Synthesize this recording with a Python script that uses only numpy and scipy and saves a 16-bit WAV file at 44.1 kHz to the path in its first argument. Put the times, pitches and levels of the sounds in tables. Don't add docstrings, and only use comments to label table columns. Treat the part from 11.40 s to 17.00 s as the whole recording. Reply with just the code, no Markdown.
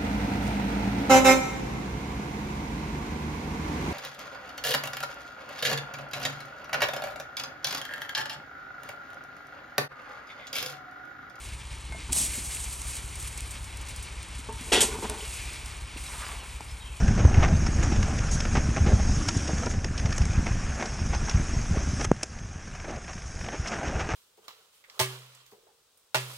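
import sys
import numpy as np
from scipy import signal
from scipy.fft import rfft, irfft, next_fast_len
from scipy.io import wavfile

SR = 44100
rng = np.random.default_rng(int(sys.argv[2]) if len(sys.argv) > 2 else 0)


def to_wav(sig):
    pcm = np.clip(np.atleast_2d(sig), -1, 1) * 32767
    pcm = np.round(pcm).astype(np.int16)
    wavfile.write(sys.argv[1], SR, pcm.T)


N = 246959

# (time [s], firing rate [1/s])
IDLE = [(0, 15.79), (1.25, 15.79), (2.75, 16.1), (4.25, 16.53), (5.6, 16.77)]
CYLINDER_DB = [-6.5, -1.2, 2.2]
# (pitch [Hz], level [dB], t60 [s])
EXHAUST_MODES = [(41.3, -27, 0.051), (61.16, -29, 0.21), (95.5, -46, .3), (125, -49, 0.36)]
# (time [s], level [dB])
YARD_LEVEL = [(0, -49), (1.4, -47), (2.8, -47.5), (4.0, -47.5), (5.6, -49.5)]

# (frequency [Hz], relative level [dB])
YARD_EQ = [(20, -24), (40, 7.5), (90, 11), (150, 2), (250, -5), (400, -7), (650, -10.5), (920, -2.5),
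           (1280, -6), (1530, -7.5), (1850, -8.5), (2500, -20.5), (8000, -93.5)]
YARD_SIDE_EQ = [(30, 7), (110, -11), (250, 8), (550, 8.5), (1000, 12.5), (1500, 16), (2500, -9),
                (5000, -73), (10000, -49)]
SIZZLE_EQ = [(200, -38), (700, -19), (1600, -29), (3000, 5), (5000, -3), (7000, 2), (9000, 5), (10400, 4),
             (11500, -10), (12500, -30), (13200, -49), (15500, -54)]
WASH_EQ = [(200, -31), (700, -13), (1600, -21), (3000, -9), (5000, -6.5), (7000, -0.5), (9000, 3),
           (10400, 4), (11500, -6), (12500, -14.5), (13400, -25), (15500, -25)]
FROTH_EQ = [(300, 0), (1000, -8), (1900, 0.5), (2250, 8), (3100, 2), (4200, 0), (6000, -3.5), (12000, -56)]
TUMBLE_EQ = [(50, 4), (150, 6), (300, 1), (480, -12.5), (750, -24), (1400, -38), (4000, -48)]
RASP_EQ = [(100, -36), (250, 4.5), (470, -9.5), (650, -2), (900, 1), (1250, -10.5), (1900, -1),
           (2300, -3.5), (3050, -3), (4300, -6), (8500, -9.5), (11000, -8.5), (13000, -57)]
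PLOUGH_EQ = [(150, -7), (480, -4), (800, 1), (1200, 0), (1700, 3), (3000, 0), (4800, -10), (9000, -45)]
FLARE_EQ = [(500, -41), (2000, -7), (3200, -1.5), (4200, -5.5), (6000, -2), (8500, 1.5), (10500, 2),
            (12400, -13.5), (13300, -57)]

# (time [s], relative sizzle level [dB], relative froth level [dB])
SIMMER = [(0, -56.5, -55.5), (.6, -53, -53), (1.2, -55.5, -56.5), (2.3, -58.5, -54), (2.65, -51, -50),
          (3.1, -55, -52), (4.3, -54.5, -51), (5.3, -64, -58.5), (5.6, -56.5, -57.5)]
# (crest time [s], relative level [dB], rise [s], t60 [s])
WASHES = [(.06, -50.5, 0.31, 0.73), (.785, -27.5, 0.075, 0.8), (.815, -39.5, 0.028, 0.75),
          (1.15, -38, 0.37, 1.3), (1.53, -41.5, 0.45, 0.9), (1.86, -45.5, 0.32, 2.6),
          (3.28, -47, 0.15, 4.9), (3.47, -46.5, 0.12, 1.5), (3.95, -44, 0.36, 1.6),
          (4.585, -48.5, 0.027, 5.6), (4.86, -46.5, 0.34, 0.61)]
# (time [s], length [s], level [dB], settling time [s])
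WAKES = [(3.776, 0.38, -54, 0.14), (4.98, 0.053, -54, 0.064), (5.413, 0.23, -56.5, 0.085)]
# (time [s], length [s], level [dB])
TUMBLES = [(.48, 0.12, -49), (.685, 0.048, -41.5), (.76, .08, -44), (.97, 0.021, -45.5)]
# (time [s], level [dB])
RIM_TAPS = [(.523, -38), (.548, -53)]
# (pitch [Hz], gain [dB], t60 [s])
RIM_MODES = [(900, -8, 0.3), (1540, -10, 0.42), (2150, 0, 0.25)]
# (time [s], level [dB], pitch [Hz], t60 [s])
THUDS = [(.524, -44, 686, 0.023), (0.547, -37, 664, 0.05), (0.764, -26, 804, 0.0048),
         (0.773, -36, 218, 0.052), (0.834, -39, 231, 0.051), (0.976, -34.5, 253, 0.041),
         (.987, -39, 325, 0.054), (2.992, -35, 257, 0.032), (3.092, -39, 525, 0.032),
         (3.211, -36, 242, 0.079), (3.693, -46, 397, 0.021), (4.562, -32.5, 303, 0.032),
         (4.573, -33, 2700, .014), (4.931, -42, 447, 0.03), (5.031, -40, 516, 0.025),
         (5.2066, -28, 885, 0.015), (5.208, -34, 2400, .006), (5.208, -40, 4700, 0.0083),
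         (5.21, -40, 317, 0.029)]
# (crest time [s], level [dB], rise [s], t60 [s])
PUSHES = [(.702, -50, 0.03, 0.067), (4.29, -55, 0.079, 1), (4.75, -46.5, 0.084, 1),
          (4.83, -45, 0.061, 0.78), (4.92, -50, .04, 0.33), (5.035, -47, 0.023, 0.13)]
# (time [s], pitch [Hz])
HOLLOW_PITCH = [(4.74, 1040), (4.85, 1270), (4.95, 910)]
# (time [s], level [dB], t60 [s])
SPITS = [(.7225, -27, 0.051), (.7283, -18.5, 0.027), (.7299, -18, 0.026), (.7851, -27, 0.067),
         (1.0575, -37, .04), (1.326, -35, 0.11), (1.417, -29.5, 0.019), (1.470, -43, 0.055),
         (1.554, -32, 0.05), (1.567, -32.5, 0.046), (1.755, -36.5, 0.047), (1.80, -33, 0.025),
         (1.826, -34, 0.032), (1.874, -33.5, 0.076), (1.975, -33, 0.053), (2.006, -30.5, 0.016),
         (2.109, -36.5, .11), (2.243, -41, .05), (2.371, -34.5, 0.022), (2.413, -41, 0.07),
         (2.485, -38.5, 0.15), (2.561, -37.5, 0.06), (2.625, -39, 0.14), (2.829, -38, .025),
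         (2.885, -47, 0.067), (2.987, -43.5, 0.15), (3.125, -42, 0.088), (3.209, -36, 0.027),
         (3.698, -22.5, 0.013), (4.132, -38, 0.044), (4.26, -32.5, 0.019), (4.575, -39, 0.036),
         (5.208, -38, 0.0083)]
# (time [s], level [dB], favoured pitch [Hz])
KNOCKS = [(3.0885, -45, 490), (3.093, -45, 904), (3.428, -43, 970), (3.542, -49, 904), (3.625, -44, 960),
          (3.645, -45, 784), (3.696, -42.5, 700)]
# (pitch [Hz], gain [dB], t60 [s])
WOK_MODES = [(233, -6.5, 0.31), (278, -5.5, 0.16), (346, -12, 0.1), (400, -6.5, .1), (433, 1.5, 0.13),
             (460, -5, 0.12), (550, -1, 0.055), (630, -1, 0.074), (784, -11, 0.67), (904, 0.5, 0.25),
             (981, -3, 0.14), (1073, -4, 0.17), (1452, -6, 0.18)]
# (time [s], length [s], relative level [dB])
DRAGS = [(3.24, 0.088, -57), (3.315, 0.12, -42.5), (3.47, 0.13, -46.5), (3.626, 0.021, -41.5),
         (3.695, 0.015, -43.5), (3.74, 0.072, -50)]
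# (time [s], groan level [dB], rasp level [dB])
JUDDERS = [(3.318, -20, -22.5), (3.324, -47, -22), (3.335, -22.5, -25), (3.3507, -20.5, -26.5),
           (3.362, -28, -26), (3.3758, -18.5, -39), (3.394, -38, -36), (3.426, -25.5, -39),
           (3.444, -28, -52), (3.624, -30.5, -40)]
# (pitch [Hz], gain [dB], t60 [s])
BLADE_MODES = [(1394, -7, 0.38), (1962, -13, 0.26), (1950, -15, 0.14), (2602, -13, 0.16), (2680, -8, 0.072),
               (2910, -2, 0.053), (3250, -5.5, 0.18), (3219, -5, 0.19), (3424, -9, 0.1), (3564, -6, 0.15),
               (3750, -11.5, 0.12)]
# (time [s], level [dB], t60 [s])
FLARES = [(3.329, -21.5, 0.15), (3.4065, -17, 0.12), (3.414, -18, 0.23)]
# (time [s], length [s], pitch [Hz], level [dB], waver [share of pitch])
SQUEAKS = [(3.406, 0.0176, 3190, -21.5, 0.033), (3.405, 0.059, 8270, -28.5, .002),
           (3.407, 0.045, 6200, -39, .002), (4.662, 0.035, 3880, -47, .035), (4.661, 0.092, 5570, -50, .08),
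           (4.85, 0.064, 4840, -50, 0.029), (5.278, 0.09, 5150, -55, 0.0055),
           (5.398, 0.075, 3790, -53, .012), (5.418, 0.19, 3190, -54, .006)]
# (frequency [Hz], lead of the left channel [rad])
LEFT_LEAD = [(0, 0), (1250, .1), (1640, -.4), (2100, -.1), (2350, 0), (2700, .2), (3000, .65), (3900, .55),
             (4500, .33), (5100, .27), (5350, .03), (7400, .03), (7700, .32), (8200, .2), (8500, 0),
             (8750, -.15), (9000, -.85), (9500, -1.8), (10000, -2.6), (10260, -3.14), (10550, -3.8),
             (11100, -4.75), (11650, -5.4), (12000, -6.3), (12300, -6.5), (12600, -7.2), (13000, -7.7),
             (13300, -9.3), (14300, -9.5), (14600, -12.5)]


def from_db(db):
    return 10 ** (np.asarray(db) / 20)


def rms_one(x):
    return x / np.sqrt(np.mean(x ** 2) + 1e-20)


def automation(rows, column=1):
    rows = np.array(rows)
    return np.interp(np.arange(N) / SR, rows[:, 0], rows[:, column])


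def drift(rate_hz):
    hop, run_in = 40, 2000
    r = np.exp(-2 * np.pi * rate_hz * hop / SR)
    noise = rng.standard_normal(N // hop + run_in + 2)
    slow = signal.lfilter([1], [1, -2 * r, r * r], noise)[run_in:]
    return np.interp(np.arange(N) / hop, np.arange(len(slow)), rms_one(slow))


def eq(x, curve):
    size = next_fast_len(N)
    hz, db = np.transpose(curve)
    bins = np.maximum(np.fft.rfftfreq(size, 1 / SR), 1)
    gain = from_db(np.interp(np.log(bins), np.log(hz), db))
    return rms_one(irfft(rfft(x, size) * gain, size)[..., :N])


def grains(per_s, spread_db):
    sizes = from_db(spread_db * np.minimum(rng.exponential(1, N), 5)) * rng.choice([-1, 1], N)
    return rms_one(sizes * (rng.random(N) < per_s / SR))


def ring(clicks, hz, t60):
    r, w = from_db(-60 / (t60 * SR)), 2 * np.pi * hz / SR
    return signal.lfilter([0, np.sin(w)], [1, -2 * r * np.cos(w), r * r], clicks + 1e-18)


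def swept(x, hz, width_hz, block=128):
    out, state = np.zeros(N), np.zeros(2)
    r, w = np.exp(-np.pi * width_hz / SR), 2 * np.pi * hz / SR
    for i in range(0, N, block):
        poles = [1, -2 * r * np.cos(w[i]), r * r]
        out[i:i + block], state = signal.lfilter([1, 0, -1], poles, x[i:i + block], zi=state)
    return rms_one(out)


def clicks_at(rows):
    out = np.zeros(N)
    for s, db, *_ in rows:
        out[int(s * SR)] += from_db(db)
    return out


def bursts(rows):
    power = np.zeros(N)
    for s, db, t60 in rows:
        start = int(s * SR)
        age = np.arange(min(N - start, SR // 2)) / SR
        power[start:start + len(age)] += from_db(db - 60 * age / t60) ** 2
    return np.sqrt(power)


def surges(rows):
    t, power = np.arange(N) / SR, 0
    for s, db, rise, t60 in rows:
        attack = np.clip(1 + (t - s) / rise, 0, 1)
        decay = from_db(db - 60 * np.clip((t - s) / t60, 0, 2))
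        power += (attack * decay) ** 2
    return np.sqrt(power)


def strokes(rows, attack_s, t60):
    t, envelope = np.arange(N) / SR, 0
    for s, length, db, *_ in rows:
        attack = np.clip((t - s) / attack_s, 0, 1)
        release = from_db(db - 60 * np.clip((t - s - length) / t60, 0, 2))
        envelope = np.maximum(envelope, attack * release)
    return envelope


def engine(uneven_db=0.5, head_start=0.066, lowpass_hz=400):
    firing_count = np.cumsum(automation(IDLE)) / SR + head_start
    at = np.flatnonzero(np.diff(np.floor(firing_count), prepend=-1))
    firings = np.zeros(N)
    firings[at] = from_db(np.resize(CYLINDER_DB, len(at)) + uneven_db * drift(20)[at])
    lowest, *upper = [from_db(db) * ring(firings, hz, t60) for hz, db, t60 in EXHAUST_MODES]
    return signal.sosfilt(signal.butter(1, lowpass_hz, fs=SR, output="sos"), sum(upper) - lowest)


def yard(lean_left_db=2.5, side_db=-13):
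    sides = np.array([[1], [-1]])
    mid = from_db(lean_left_db * sides) * eq(rng.standard_normal(N), YARD_EQ)
    side = from_db(side_db) * eq(rng.standard_normal(N), YARD_SIDE_EQ)
    return from_db(automation(YARD_LEVEL)) * (mid + side * sides)


def sizzle(simmer, wash_lift, gain_db=3, splutter_db=1.43, tick_db=-9):
    spray = eq(grains(per_s=17000, spread_db=2.5), SIZZLE_EQ) * simmer
    boil_off = eq(grains(per_s=15000, spread_db=2), WASH_EQ) * surges(WASHES)
    ticks = from_db(tick_db) * eq(grains(per_s=70, spread_db=1), WASH_EQ) * simmer * np.sqrt(wash_lift)
    return (spray + boil_off + ticks) * from_db(gain_db + splutter_db * drift(18))


def froth(wash_lift, gain_db=2.5, heave_db=2.05, follow=0.39):
    level = from_db(automation(SIMMER, column=2) + gain_db + heave_db * drift(14)) * wash_lift ** follow
    return eq(grains(per_s=7000, spread_db=1), FROTH_EQ) * level


def crackle(sizzle_level, level_db=-56, t60=0.02):
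    fade = from_db(-60 / (t60 * SR))
    puffs = signal.lfilter([1], [1, -fade], np.abs(grains(per_s=55, spread_db=-1)) + 1e-18)
    steam = eq(puffs * rng.standard_normal(N), SIZZLE_EQ)
    return from_db(level_db) * rms_one(np.sqrt(sizzle_level)) * steam


def bubbles(level_db=-57, low_hz=2143, high_hz=4330, ring_cycles=29, pitch_count=20):
    pops = grains(per_s=2500, spread_db=2)
    voice = rng.integers(0, pitch_count, N)
    pitches = np.geomspace(low_hz, high_hz, pitch_count)
    blips = sum(ring(pops * (voice == k), hz, ring_cycles / hz) for k, hz in enumerate(pitches))
    return from_db(level_db) * rms_one(blips)


def pocket(wash_lift, fresh_hz=3300, rest_hz=2265, rest_db=-63.5, slosh_db=2, follow=0.31):
    t, hz = np.arange(N) / SR, np.full(N, float(rest_hz))
    for s, _, _, settle_s in WAKES:
        hz[t > s] = rest_hz + (fresh_hz - rest_hz) * np.exp((s - t[t > s]) / settle_s)
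    swell = strokes(WAKES, attack_s=0.017, t60=0.89) * from_db(slosh_db * drift(45))
    level = np.hypot(from_db(rest_db), swell) * wash_lift ** follow
    return swept(grains(per_s=4600, spread_db=1), hz, width_hz=190) * level


def tumble():
    patter = eq(grains(per_s=500, spread_db=-0.3), TUMBLE_EQ)
    return patter * strokes(TUMBLES, attack_s=0.0081, t60=0.33)


def basket(crack_db=-3, crack_t60=0.03):
    rim = sum(from_db(db) * ring(clicks_at(RIM_TAPS), hz, t60) for hz, db, t60 in RIM_MODES)
    crack = bursts([(s, db + crack_db, crack_t60) for s, db in RIM_TAPS])
    return rim + eq(rng.standard_normal(N), RASP_EQ) * crack


def thuds():
    return sum(ring(clicks_at([(s, db)]), hz, t60) for s, db, hz, t60 in THUDS)


def plough(catch_db=1.5, hollow_db=1):
    push = surges(PUSHES) * from_db(catch_db * drift(40))
    friction = eq(grains(per_s=2200, spread_db=4.7), PLOUGH_EQ)
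    hollow = swept(grains(per_s=3000, spread_db=2.5), automation(HOLLOW_PITCH), width_hz=380)
    return (friction + from_db(hollow_db) * hollow) * push


def spits():
    return eq(rng.standard_normal(N), WASH_EQ) * bursts(SPITS)


def wok_ring(drag, slip_db=-24.5, wander_db=4.5, pressed_t60_share=0.43, focus_db=10, focus_octaves=0.15):
    slips = grains(per_s=2000, spread_db=3.5) * drag * from_db(slip_db)
    out = np.zeros(N)
    for hz, db, t60 in WOK_MODES:
        knocks = clicks_at([
            (s, force_db + focus_db * np.exp(-(np.log2(hz / favoured_hz) / focus_octaves) ** 2))
            for s, force_db, favoured_hz in KNOCKS])
        rubbing = slips * from_db(wander_db * drift(36))
        out += from_db(db) * (ring(knocks, hz, t60) + ring(rubbing, hz, t60 * pressed_t60_share))
    return out


def scrape(drag, drag_db=-4, blade_db=-7.5, attack_s=0.0051, slip_t60=0.25):
    grating = surges([(s + attack_s, db, attack_s, slip_t60) for s, _, db in JUDDERS])
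    rasp = eq(grains(per_s=5300, spread_db=1.5), RASP_EQ) * np.hypot(grating, drag * from_db(drag_db))
    catches = grains(per_s=1200, spread_db=1.4)
    blade = sum(from_db(db) * rms_one(ring(catches, hz, t60)) for hz, db, t60 in BLADE_MODES)
    return rasp + from_db(blade_db) * blade * grating


def judders(start_hz=540, end_hz=190, length_s=0.0157):
    progress = np.linspace(0, 1, int(length_s * SR))
    hz = start_hz + (end_hz - start_hz) * progress
    groan = np.sin(2 * np.pi * np.cumsum(hz) / SR) * np.sin(np.pi * np.sqrt(progress)) ** 2
    return signal.fftconvolve(clicks_at(JUDDERS), groan)[:N]


def flares():
    return eq(grains(per_s=25000, spread_db=2), FLARE_EQ) * bursts(FLARES)


def squeaks(rough_db=4.5):
    out = np.zeros(N)
    wander, rough = drift(220), from_db(rough_db * drift(120))
    for s, length, hz, db, waver in SQUEAKS:
        at = np.arange(int(s * SR), min(int((s + length) * SR), N))
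        pitch = hz * (1 + waver * wander[at])
        tone = rms_one(np.sin(2 * np.pi * np.cumsum(pitch) / SR) * rough[at])
        out[at] += from_db(db) * tone * np.sin(np.pi * np.sqrt(np.linspace(0, 1, len(at))))
    return out


def echoes(x, t60=0.067, predelay_s=0.002, band_hz=(380, 6000)):
    age = np.arange(SR // 3) / SR
    scatter = rng.standard_normal((2, len(age))) * from_db(-60 * age / t60) * (age > predelay_s)
    scatter /= np.sqrt(np.sum(scatter ** 2, axis=1, keepdims=True))
    scatter = signal.sosfilt(signal.butter(2, band_hz, "band", fs=SR, output="sos"), scatter)
    return signal.fftconvolve(x[None], scatter, axes=1)[:, :N]


def scene(echo_send_db=-10):
    simmer = from_db(automation(SIMMER))
    wash_lift = np.hypot(1, surges(WASHES) / simmer)
    wet = sizzle(simmer, wash_lift) + spits() + froth(wash_lift) + crackle(simmer * wash_lift)
    wet += bubbles() + flares() + pocket(wash_lift) + plough()
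    drag = strokes(DRAGS, attack_s=0.0055, t60=0.24)
    spatula = wok_ring(drag) + scrape(drag) + judders() + squeaks()
    struck = spatula + basket() + tumble() + thuds()
    return wet + struck + from_db(echo_send_db) * echoes(struck) + engine() + yard()


def record(dry, low_cut_hz=29, high_cut_hz=15800):
    size = next_fast_len(N + 8192)
    hz = np.fft.rfftfreq(size, 1 / SR)
    low_cut = 1 / np.hypot(1, (low_cut_hz / np.maximum(hz, 1)) ** 5)
    lead = np.exp(1j * np.interp(hz, *np.transpose(LEFT_LEAD)))
    stereo = irfft(rfft(dry, size) * low_cut * [lead, np.ones_like(lead)], size)[:, :N]
    return signal.sosfilt(signal.ellip(10, .1, 80, high_cut_hz, fs=SR, output="sos"), stereo)


dry = scene()
out = record(dry)
to_wav(out)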